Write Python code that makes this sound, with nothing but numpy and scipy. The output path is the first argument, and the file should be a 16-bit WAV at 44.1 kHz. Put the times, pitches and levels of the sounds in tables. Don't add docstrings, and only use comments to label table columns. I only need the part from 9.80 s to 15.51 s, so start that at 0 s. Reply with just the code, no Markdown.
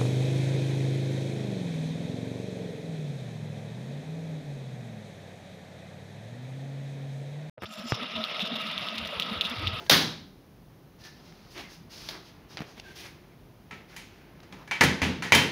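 import sys
import numpy as np
from scipy import signal
from scipy.fft import rfft, irfft, next_fast_len
from scipy.io import wavfile
from scipy.ndimage import uniform_filter1d

SR = 44100
rng = np.random.default_rng(int(sys.argv[2]) if len(sys.argv) > 2 else 0)


def dump_mix(stems):
    frames = np.atleast_2d(stems).T
    limited = np.clip(frames, -1, 1)
    pcm = np.round(limited * 32767).astype(np.int16)
    wavfile.write(sys.argv[1], SR, pcm)


N = 251811
T = np.arange(N) / SR
AGE = T[:SR]


# start in seconds, level in dB, bass in dB,
# treble tilt in dB per octave, resonance in Hz, room level against the direct crack in dB.
COVER_HITS = [(.064, -12, 7, -8.5, 4500, -17), (.0964, 12.5, -5, 1, 3040, 1.5),
              (.0982, 17, 9.5, -4, 3650, 7), (1.238, -18.5, -7, -3.5, 5130, 7),
              (1.778, -9.5, 7, -4, 2100, 1.5), (2.288, -2, 3.5, -3, 4600, -2.5)]
# frequency in Hz, gain in dB.
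COVER_COLOUR = [(40, -36.5), (80, -11), (150, -10), (280, -6.5), (450, -8), (620, -8), (900, -5.5),
                (1700, -0.5), (2700, -4.5), (3400, -0.5), (5000, 0.5), (7000, -3.5), (15000, -6)]
# frequency in Hz, gain in dB.
COVER_BEAM = [(250, -22), (550, 7), (1500, -4.5), (3200, 3.5), (6500, 0)]
# frequency in Hz, level in dB, t60 in seconds.
COVER_MODES = [(143.3, -11, .9), (159.3, -3, 0.81), (245.3, -6.5, 0.2), (300, -8.5, 0.43),
               (405.4, -2.5, 0.45), (610, -8.5, 0.33), (650, 9, .08), (1630, 1.5, 0.47), (2300, 2.5, 0.32),
               (3130, 3, .3), (3300, -6, .5), (3640, -19, .55), (3740, 3.5, 0.52), (3950, -2.5, .55),
               (4200, -0.5, .5), (4510, -6, .45), (5164, -4.5, 0.26), (5650, -15, .35)]


def cover_blows(crack_t60_s=0.035):
    return plastic(COVER_HITS, COVER_COLOUR, COVER_BEAM, COVER_MODES, crack_t60_s,
                   ring_db=-54.5, swell_s=0.026)


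# start in seconds, level in dB, bass in dB,
# treble tilt in dB per octave, resonance in Hz, room level against the direct crack in dB.
LATCH_HITS = [(3.9098, -9, 0.5, -1, 2340, 3.5), (4.1638, -10.5, -25, 6, 2440, 2.5),
              (4.631, -21, 1, 1.5, 4970, -3), (4.7245, -13, 7.5, 1.5, 3500, -3),
              (4.876, -15, -1, 2, 2200, -1), (4.9115, 6.5, -19, -0.5, 2470, 0.5),
              (5.0095, 19, 2.5, 1.5, 1920, 0.5), (5.036, 9.5, 14.5, 6, 447, -9),
              (5.2178, 8, 9.5, 1, 2770, 4.5), (5.4234, 1.5, 0.5, 1.5, 1860, 5),
              (5.5213, 19.5, 1.5, 1.5, 2460, 2.5), (5.549, 11.5, 6, 7, 2970, -1)]
# frequency in Hz, gain in dB.
FRAME_COLOUR = [(35, -12), (75, -8), (170, 5.5), (330, 0.5), (480, 0), (640, -5), (880, 1), (1250, -6),
                (1900, 2), (2800, -4), (4100, -7.5), (5400, -12), (7500, -9), (15000, -31)]
# frequency in Hz, gain in dB.
FRAME_BEAM = [(200, -9.5), (850, 4.5), (2500, 1), (3500, -1), (6500, 2.5)]
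# frequency in Hz, level in dB, t60 in seconds.
FRAME_MODES = [(84.3, 1, 0.36), (134, 6, 0.25), (269.5, 2.5, 0.28), (416.4, 1.5, 0.33), (449, -5, 0.42),
               (190.3, 6.5, 0.25), (860, -14, 0.41), (807, -5, 0.15), (1400, -16, 0.05), (2396, 15, 0.045),
               (1200, -16, 0.15), (1310, 0, 0.35), (1477, -3, 0.39), (1690, 2, 0.2), (1790, -10, 0.47),
               (2000, 4, 0.16), (2060, -1, 0.43), (2300, 9, 0.24), (2384, 9, 0.057), (2657, -3.5, 0.52),
               (3015, -7.5, 0.19), (3120, 3, 0.33), (4230, -19, 0.13)]


def latch_blows(crack_t60_s=0.073):
    return plastic(LATCH_HITS, FRAME_COLOUR, FRAME_BEAM, FRAME_MODES, crack_t60_s,
                   ring_db=-53, swell_s=0.0048)


def plastic(hits, body, beam, modes, crack_t60_s, ring_db, swell_s):
    swell = undb(ring_db) * (1 - np.exp(-AGE / swell_s))
    out = np.zeros(N)
    for start_s, db, bass_db, tilt_db, centre_hz, room_db in hits:
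        direct = colour(crack(crack_t60_s), beam)
        reflected = undb(room_db) * room()
        snap = colour(direct + reflected, body)
        blow = colour(snap + swell * ring(modes), contact(bass_db, tilt_db, centre_hz))
        add(out, start_s, undb(db) * blow)
    return out


def crack(t60):
    return even(rng.standard_normal(SR) * fade(t60), size=1600)


def ring(modes, scatter_db=5.0):
    out = np.zeros(SR)
    for hz, db, t60 in modes:
        level = undb(db + scatter_db * rng.standard_normal())
        turn = rng.standard_normal()
        out += level * np.sin(2 * np.pi * (hz * AGE + turn)) * fade(t60)
    return out


def contact(bass_db, tilt_db, centre_hz, lift_db=4.5, low_hz=220, mid_hz=900, knee_hz=2200, width=0.4):
    hz = np.geomspace(40, SR / 2, num=40)
    bass = read([(low_hz, bass_db), (mid_hz, 0)], hz)
    treble = tilt_db * np.log2(np.maximum(hz / knee_hz, 1))
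    return np.c_[hz, bass + treble + lift_db * hump(hz, centre_hz, width)]


# frequency in Hz, gain in dB.
SLIDE_COLOUR = [(80, -6.5), (220, -6.5), (340, 9.5), (480, -2), (780, 0.5), (1200, -1.5), (2100, -1),
                (2900, -2), (3800, -3.5), (5600, -3), (8000, -5.5), (15000, -13)]


def rubbing(grain_db=1.0, knee_hz=3000, lift_db=6.0, width=0.52):
    db, tilt_db, centre_hz = sliding()
    slips = rng.standard_normal(N) * undb(grain_db * walk(500))
    slips = colour(slips / np.std(slips), SLIDE_COLOUR)
    out = np.zeros(N)
    for hz, band in octaves(slips, count=16):
        tilt = tilt_db * np.log2(max(hz / knee_hz, .25))
        resonance = lift_db * hump(hz, centre_hz, width)
        out += band * undb(db + tilt + resonance)
    return out


# start in seconds, length in seconds, level in dB,
# treble tilt in dB per octave, resonance in Hz, glide of that resonance in octaves.
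STROKES = [(-.03, 0.058, -43, -2.5, 600, -0.047), (0.023, 0.041, -48, 3.5, 700, 0),
           (1.18, 0.043, -51, 1, 4480, 0), (1.223, 0.037, -44, 0, 5580, -0.18),
           (1.34, 0.45, -56, -2, 4400, 0.17), (1.428, .07, -55, -0.5, 5000, 0.099),
           (1.687, 0.12, -51, 4.5, 4600, 0), (1.74, 0.07, -38.5, -2, 2100, 0.37),
           (1.88, .066, -47, 1.5, 5200, -0.044), (2.092, 0.22, -43, 1, 5000, -0.26),
           (2.3, 0.064, -44, -3, 890, -0.055), (2.426, 0.07, -51, 0, 5000, -0.25),
           (2.683, 0.059, -46, -.5, 5500, -0.42), (2.772, 0.05, -42, -3.5, 2400, 0),
           (2.846, 0.072, -49.5, -1.5, 5000, 0.24), (2.95, 0.032, -45.5, -1, 3000, -0.085),
           (3.018, 0.11, -49.5, -0.5, 2900, -0.16), (3.143, .07, -40.5, 2, 3700, -0.26),
           (3.216, 0.047, -39, 0, 2420, -0.21), (3.3, 0.24, -63, -3, 1960, 0),
           (4.073, 0.082, -49, -.5, 2320, -0.33), (4.192, 0.24, -57, -1, 2400, -0.77),
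           (4.702, 0.12, -52, -3, 702, 0.08)]
# time in seconds, level in dB.
GRIP = [(.5, -73), (1.1, -69.5), (2.6, -61), (3.8, -68), (4.3, -60.5), (5.7, -57)]


def sliding(grip_tilt_db=-6.5, grip_hz=2800):
    power = undb(np.interp(T, *np.transpose(GRIP))) ** 2
    tilt = power * grip_tilt_db
    centre = power * grip_hz
    for start_s, length_s, db, tilt_db, hz, glide in STROKES:
        share = (undb(db) * stroke(start_s, length_s)) ** 2
        moved = 2 ** (glide * np.clip((T - start_s) / length_s, 0, 1))
        power = power + share
        tilt = tilt + share * tilt_db
        centre = centre + share * hz * moved
    return 10 * np.log10(power), tilt / power, centre / power


def stroke(start_s, length_s, attack_s=.03, release_s=0.024):
    since = T - start_s
    pick_up = np.clip(since / attack_s, 0, 1)
    return pick_up * np.exp(-np.clip((since - length_s) / release_s, 0, 20))


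# peak time in seconds, pitch in Hz, level in dB,
# half length in seconds.
SQUEAKS = [(1.266, 1730, -55, 0.05), (1.854, 2104, -50.5, 0.018), (3.073, 1585, -48, 0.027)]


def squeaks(waver=0.0225, rough_db=3, drop_share=0.07, settle_s=0.0061):
    out = np.zeros(N)
    for peak_s, hz, db, half_s in SQUEAKS:
        drop = drop_share * (1 - np.tanh((T - peak_s + half_s) / settle_s)) / 2
        pitch = hz * (1 + drop + waver * walk(250))
        phase = 2 * np.pi * np.cumsum(pitch) / SR
        swell = np.exp(-((T - peak_s) / half_s) ** 2)
        out += undb(db + rough_db * walk(180)) * swell * np.sin(phase)
    return out


# start in seconds, level in dB,
# treble tilt in dB per octave, resonance in Hz.
TICKS = [(1.524, -26, -7, 1800), (2.353, -18, -15, 1700), (2.7714, -7.5, -4, 4500), (2.777, -12, -5, 2500),
         (2.782, -13, -6, 2300), (2.79, -11.5, -7, 2500), (2.8174, -10.5, -15, 1180),
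         (2.998, -14.5, 0.5, 2860), (4.603, -24.5, -3.5, 3000)]
# frequency in Hz, gain in dB.
TICK_COLOUR = [(100, -3), (900, 0.5), (2500, 1.5), (5000, 2.5), (8000, -4), (15000, -20)]
# start in seconds, level in dB, pitch in Hz, t60 in seconds.
BUMPS = [(2.806, -26, 157, 0.034), (2.8201, -28.5, 192, 0.016), (2.979, -40, 170, 0.029)]
# frequency in Hz, gain in dB.
BUMP_COLOUR = [(150, 0.5), (700, 2.5), (3500, 2.3)]


def handling(tick_t60=0.012):
    out = np.zeros(N)
    for start_s, db, tilt_db, centre_hz in TICKS:
        tick = colour(crack(tick_t60), TICK_COLOUR)
        add(out, start_s, undb(db) * colour(tick, contact(0, tilt_db, centre_hz)))
    for start_s, db, hz, t60 in BUMPS:
        bump = np.cos(2 * np.pi * hz * AGE) * fade(t60)
        add(out, start_s, undb(db) * colour(bump, BUMP_COLOUR))
    return out


# frequency in Hz, t60 in seconds.
ROOM_T60 = [(100, 0.57), (200, .72), (400, 0.66), (1200, 0.47), (2600, .47), (4000, 0.5), (6300, 0.44),
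            (14000, 0.3)]


def room(build_s=0.0023, gap_s=0.009, late_hz=350):
    since = np.maximum(AGE - gap_s, 0)
    tail = np.zeros(SR)
    for hz, band in octaves(rng.standard_normal(SR), count=14):
        build = 1 - np.exp(-since / (build_s * (1 + late_hz / hz)))
        tail += band * fade(read(ROOM_T60, hz)) * build
    return even(tail, size=320)


# frequency in Hz, level in dB.
AIR_COLOUR = [(22, -64.5), (40, -31), (65, -38), (160, -33.5), (270, -41), (420, -45), (1000, -53.5),
              (2200, -61.5), (5000, -65), (15000, -62.5)]


def air():
    out = np.zeros(N)
    for hz, band in octaves(colour(rng.standard_normal(N), AIR_COLOUR)):
        waver_db = min(1.5, 600 / hz)
        out += band * undb(waver_db * walk(6))
    return out


def undb(db):
    return 10 ** (np.asarray(db) / 20)


def unit(x):
    return x / np.sqrt(np.sum(x ** 2))


def fade(t60):
    return np.exp(-np.log(1000) * AGE / max(t60, 1e-3))


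def hump(hz, centre_hz, width):
    return np.exp(-(np.log2(hz / centre_hz) / width) ** 2)


def read(points, hz):
    f, value = np.transpose(points)
    return np.interp(np.log(np.maximum(hz, 1)), np.log(f), value)


def colour(x, points, order=4096):
    gain = undb(read(points, np.fft.rfftfreq(order, 1 / SR)))
    cepstrum = irfft(np.log(gain))
    cepstrum[1:order // 2] *= 2
    cepstrum[order // 2 + 1:] = 0
    impulse = irfft(np.exp(rfft(cepstrum)))
    return signal.fftconvolve(x, impulse)[:len(x)]


def octaves(x, count=10):
    centres = np.geomspace(50, 15000, count)
    size = next_fast_len(len(x), True)
    spectrum, hz = rfft(x, size), np.fft.rfftfreq(size, 1 / SR)
    bands = []
    for centre in centres:
        weight = read(np.c_[centres, centres == centre], hz)
        bands.append((centre, irfft(spectrum * weight, size)[:len(x)]))
    return bands


def even(x, size):
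    spectrum = rfft(x)
    smooth_power = uniform_filter1d(abs(spectrum) ** 2, size)
    flat = irfft(spectrum / np.sqrt(smooth_power), SR)
    return unit(flat * (AGE < .8))


def walk(rate):
    knots = rng.standard_normal(N // 100)
    return np.interp(T * rate, np.arange(len(knots)), knots)


def add(track, s, sound):
    start = max(int(s * SR), 0)
    part = sound[:max(N - start, 0)]
    track[start:start + len(part)] += part


def scene():
    blows = cover_blows() + latch_blows()
    friction = rubbing() + squeaks()
    walls = signal.fftconvolve(friction, room())[:N]
    mix = blows + undb(-1.0) * friction + undb(-7.0) * walls + handling() + air()
    return mix[None]


# frequency in Hz, gain in dB.
MICROPHONE = [(25, -13.5), (55, 2), (5200, 0.5), (6400, -2.5), (7800, -15), (10000, -5.5), (13000, -6),
              (15500, -3.5)]


def record(dry, top_hz=15650):
    heard = colour(dry[0], MICROPHONE)
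    low_pass = signal.ellip(10, .2, 70, top_hz, fs=SR, output="sos")
    return signal.sosfilt(low_pass, heard)[None]


dry = scene()
out = record(dry)
dump_mix(out)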